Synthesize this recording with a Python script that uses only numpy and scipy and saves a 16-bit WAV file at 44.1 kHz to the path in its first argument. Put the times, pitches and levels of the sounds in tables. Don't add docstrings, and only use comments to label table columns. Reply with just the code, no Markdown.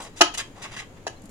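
import sys
import numpy as np
from scipy import signal
from scipy.fft import rfft, irfft
from scipy.io import wavfile

SR = 44100
rng = np.random.default_rng(int(sys.argv[2]) if len(sys.argv) > 2 else 0)


def master_out(mix):
    frames = np.transpose(np.atleast_2d(mix))
    ceiling = np.clip(frames, -1, 1)
    pcm = np.round(ceiling * 32767).astype(np.int16)
    wavfile.write(sys.argv[1], SR, pcm)


N = 57330

# f/Hz, relative level/dB
STOVE_SPECTRUM = [(20, -1), (30, 0), (45, -13.5), (72, -10.5), (105, -2.5), (140, -6), (200, -9), (300, -9),
                  (500, -18), (800, -29.5), (1300, -33), (3000, -34.5), (7000, -42), (15000, -51)]
# f/Hz, relative level/dB
SIZZLE_SPECTRUM = [(500, -16), (1500, -5), (3000, -18), (7000, 2.5), (10000, -14), (15000, 12)]
# t/s, duration/s, relative level/dB, tilt/(dB per octave), squelch level/dB
STROKES = [(0.0, 0.0064, -44.5, 5.5, -37), (0.013, 0.028, -50, 8, -50.5), (0.044, 0.03, -50, 1, -51.5),
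           (0.156, 0.081, -47.5, 5, -57.5), (0.337, 0.012, -38.5, 4.5, -46.5),
           (.373, 0.01, -33.5, 6.5, -47.5), (0.385, 0.025, -34, -1.5, -47), (0.55, 0.073, -57, 1, -53),
           (0.616, 0.022, -41.5, 2, -61), (0.636, 0.023, -41.5, -4, -49), (0.668, 0.031, -55.5, -1, -68),
           (0.708, 0.042, -46.5, -.5, -53), (.761, 0.018, -39.5, -0.5, -69), (.784, 0.021, -40, -2, -57),
           (0.816, 0.012, -49.5, -4.5, -53.5), (0.966, 0.011, -58, -4, -62)]
# f/Hz, gain/dB
GRIT_RESPONSE = [(100, -7.5), (450, -24), (700, -15), (1100, -3), (1550, -6.5), (2200, 3.5), (3200, -2),
                 (4500, -3), (7000, -7), (10000, -15.5), (15000, -32)]
# f/Hz, relative level/dB, T60/s, left minus right/dB
BLADE_MODES = [(1103, -7, 0.058, -20), (1916, -1, 0.057, -12.5), (2166, -13, 0.058, 12),
               (3067, -1, 0.029, 24), (3200, -4.5, 0.15, -15), (3324, -6.5, 0.1, 10),
               (3490, 1.5, 0.038, 14), (5300, -6, 0.016, 16), (6920, -4, 0.014, 11)]
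# t/s, level/dB, f/Hz, smack level/dB
PASTE_PLOPS = [(0.093, -51, 127, -61), (1.067, -32, 426, -62), (1.078, -32.5, 338, -54),
               (1.217, -55, 198, -56.5), (1.237, -32.5, 190, -57), (1.254, -37, 270, -52),
               (1.292, -36, 225, -51)]
# t/s, duration/s, f/Hz, level/dB
STEAM_WHISTLES = [(0.132, 0.031, 3980, -59.5), (1.16, 0.027, 4140, -55.5)]
# t/s, relative level/dB, judder duration/s, low-pass f/Hz, high-pass f/Hz,
# grit gain/dB, ring gain/dB
IMPACTS = [(.208, 9.5, 0.0012, 540, 276, -25, -27), (.211, 1, 0.012, 7500, 308, -2.5, -1.5),
           (0.243, -12, 0.0023, 755, 300, -20, -18), (0.343, -30, 0.0092, 9300, 900, 4.5, 2.5),
           (1.067, -15, 0.0018, 1200, 236, 5, -23), (1.0674, -31, 0.0065, 9000, 300, 12.5, -18),
           (1.075, -26.5, 0.0057, 9000, 244, 4.5, -4)]
# f/Hz, gain/dB
CLANK_RESPONSE = [(120, -31), (230, -0.5), (330, -2), (480, -6.5), (690, 8.5), (1020, 1), (1350, 1.5),
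                  (2000, 2), (2950, -0.5), (3500, 1.5), (4200, 4.5), (5600, 0.5), (7000, -7), (8500, -16),
                  (10200, -1), (12000, -32), (15000, -34)]
# f/Hz, relative level/dB, T60/s, left minus right/dB
PAN_MODES = [(308, 2, 0.16, 0.5), (350.3, 1.5, 0.14, -3.5), (593, -12.5, .12, -3), (677, -6, 0.069, -14),
             (866, -25, 0.06, -5), (1269, -7.5, 0.12, 5), (1300, -2.5, 0.036, -12), (2562, -4, 0.072, 14),
             (2550, -32.5, 0.22, 9), (2912, 0, 0.072, -24), (3150, -13.5, 0.21, 21.5),
             (3980, -5.5, 0.033, 23), (4840, -31, 0.047, 0), (5565, -2.5, 0.066, 20.5)]
# f/Hz, left gain/dB, right gain/dB
PORT_RESPONSE = [(300, -2.5, -3.5), (838, 8.5, 3), (2060, 0, 3), (4300, -0.5, -5), (5780, -2, -1.5),
                 (6860, 10.5, -17.5), (7710, 2.5, 0.5), (9000, 0, -4.5), (10680, -19, 5.5),
                 (11470, -5, 2.5), (15500, -11, -16)]

WIDE_HZ = 900


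def undb(db):
    return 10 ** (np.asarray(db) / 20)


def unit(x):
    return x / np.sqrt(np.mean(x ** 2) + 1e-18)


def convolve(x, response):
    return signal.fftconvolve(np.atleast_2d(x), np.atleast_2d(response), axes=-1)[:, :N]


def colour(x, points):
    size = 131072
    hz, db = np.array(points).T
    f = np.maximum(np.fft.rfftfreq(size, 1 / SR), 1)
    gain = undb(np.interp(np.log(f), np.log(hz), db))
    cepstrum = irfft(np.log(gain))
    cepstrum[1:size // 2] *= 2
    cepstrum[size // 2 + 1:] = 0
    return irfft(rfft(x, size) * np.exp(rfft(cepstrum)))[..., :N]


def cut(x, hz, kind, order=2):
    return signal.sosfilt(signal.butter(order, min(hz, SR / 2 - 100), kind, fs=SR, output="sos"), x)


def diffuse(wide_hz):
    mid, side = rng.standard_normal((2, N))
    side = cut(side, wide_hz, "high")
    return np.array([mid + side, mid - side]) / np.sqrt(2)


def grains(per_s=5900, spread_db=2.5):
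    size = undb(spread_db * np.minimum(rng.exponential(size=N), 5))
    return unit((rng.random(N) < per_s / SR) * size * rng.choice([-1, 1], N))


def stove(level_db=-44, side_db=-15.5):
    antiphase = undb(side_db) * rng.standard_normal(N) * np.array([[1], [-1]])
    return undb(level_db) * unit(colour(diffuse(wide_hz=1100) + antiphase, STOVE_SPECTRUM))


def sizzle(level_db=-65):
    return undb(level_db) * unit(colour(grains(per_s=500, spread_db=2), SIZZLE_SPECTRUM))


def scrapes(attack_s=0.0013, swell_share=0.19, release_s=0.0071, force_db=8, blade_db=-40.5):
    t, force, push = np.arange(N) / SR, np.zeros(N), np.zeros(N)
    slip_spectrum = rfft(grains())
    octaves = np.log2(np.clip(np.fft.rfftfreq(N, 1 / SR), 400, 8000) / 3000)
    for start, length, db, tilt_db, squelch_db in STROKES:
        swell = np.clip((t - start) / (attack_s + swell_share * length), 0, 1)
        pressure = swell * np.exp(-np.maximum(t - start - length, 0) / release_s)
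        slips = irfft(slip_spectrum * undb(tilt_db * octaves), N)
        force += undb(db + force_db) * pressure * slips
        push += undb(squelch_db) * pressure
    squelch = unit(cut(cut(grains(), 308, "high"), 1130, "low"))
    metal = dense_modes(GRIT_RESPONSE, t60=0.025, dense_db=3.5) + undb(blade_db) * long_modes(BLADE_MODES)
    return convolve(force, metal) + push * squelch


def dense_modes(spectrum, t60, dense_db, click_db=-2, from_hz=1520):
    t = np.arange(N) / SR
    decay = diffuse(WIDE_HZ) * undb(-60 * t / t60)
    dense = undb(dense_db) * unit(decay) / np.sqrt(N)
    click = undb(click_db) * (t == 0)
    return colour(cut(dense, from_hz, "high", order=1) + click, spectrum)


def long_modes(modes, build_s=0.0024):
    t, response = np.arange(N) / SR, np.zeros((2, N))
    for hz, db, t60, balance_db in modes:
        gains = undb(db + np.array([[balance_db], [-balance_db]]) / 2)
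        response += gains * np.cos(2 * np.pi * hz * t) * undb(-60 * t / t60)
    return response * (1 - np.exp(-t / build_s))


def plops(rise_s=0.0029):
    t, out = np.arange(N) / SR, np.zeros(N)
    smack = unit(cut(cut(grains(per_s=11000), 6170, "high"), 9000, "low"))
    for start, db, hz, smack_db in PASTE_PLOPS:
        age = np.maximum(t - start, 0)
        envelope = age / rise_s * np.exp(1 - age / rise_s)
        out += envelope * (undb(db) * np.sin(2 * np.pi * hz * age) + undb(smack_db) * smack)
    return out


def steam():
    t, out = np.arange(N) / SR, np.zeros(N)
    for start, length, hz, db in STEAM_WHISTLES:
        envelope = np.sin(np.pi * np.clip((t - start) / length, 0, 1))
        out += undb(db) * envelope * np.sin(2 * np.pi * hz * t)
    return out


def knocks(judder_hz=333.8, jitter=0.015, fade_db=0.5, force_db=12.5, pan_db=-25):
    t, force, strike = np.arange(N) / SR, np.zeros(N), np.zeros(N)
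    for start, db, length, lowpass_hz, highpass_hz, grit_db, ring_db in IMPACTS:
        gaps = (1 + jitter * rng.standard_normal(size=12)) / judder_hz
        delays = np.cumsum(gaps) - gaps[0]
        delays = delays[delays < length]
        blows, first_blow = np.zeros((2, N))
        blows[((start + delays) * SR).astype(int)] = undb(-fade_db * delays / length)
        first_blow[int(start * SR)] = undb(ring_db)
        touching = (t >= start) & (t < start + length)
        grit = grains() * touching * np.sqrt(judder_hz / SR)
        contact = np.array([blows + undb(grit_db) * grit, first_blow])
        contact = undb(db + force_db) * cut(cut(contact, lowpass_hz, "low"), highpass_hz, "high")
        force += contact[0]
        strike += contact[1]
    clank = convolve(force, dense_modes(CLANK_RESPONSE, t60=0.017, dense_db=0))
    return clank + undb(pan_db) * convolve(strike, long_modes(PAN_MODES))


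def from_right(x, lag_s):
    phase_shift = np.exp(-2j * np.pi * np.fft.rfftfreq(2 * N, 1 / SR) * lag_s)
    left = irfft(rfft(x[0], 2 * N) * phase_shift)[:N]
    return np.array([left, x[1]])


def kitchen(x, t60=0.25, treble_t60=0.14, gain_db=-11, gap_s=0.0045):
    t = np.arange(N) / SR
    reflections = diffuse(WIDE_HZ) * (t > gap_s)
    low = cut(reflections, 5200, "low", order=1)
    tail = low * undb(-60 * t / t60) + (reflections - low) * undb(-60 * t / treble_t60)
    return convolve(x, undb(gain_db) * unit(tail) / np.sqrt(N))


def scene():
    metal = from_right(knocks(), lag_s=0.00014) + from_right(scrapes(), lag_s=0.00005)
    direct = metal + sizzle() + plops() + steam()
    return direct + kitchen(direct) + stove()


def record(dry, top_hz=15900):
    ports = np.array(PORT_RESPONSE)
    heard = np.array([colour(dry[c], ports[:, [0, c + 1]]) for c in range(2)])
    rounded = heard / (1 + heard ** 6) ** (1 / 6)
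    return signal.sosfilt(signal.ellip(8, .2, 70, top_hz, fs=SR, output="sos"), rounded)


dry = scene()
out = record(dry)
master_out(out)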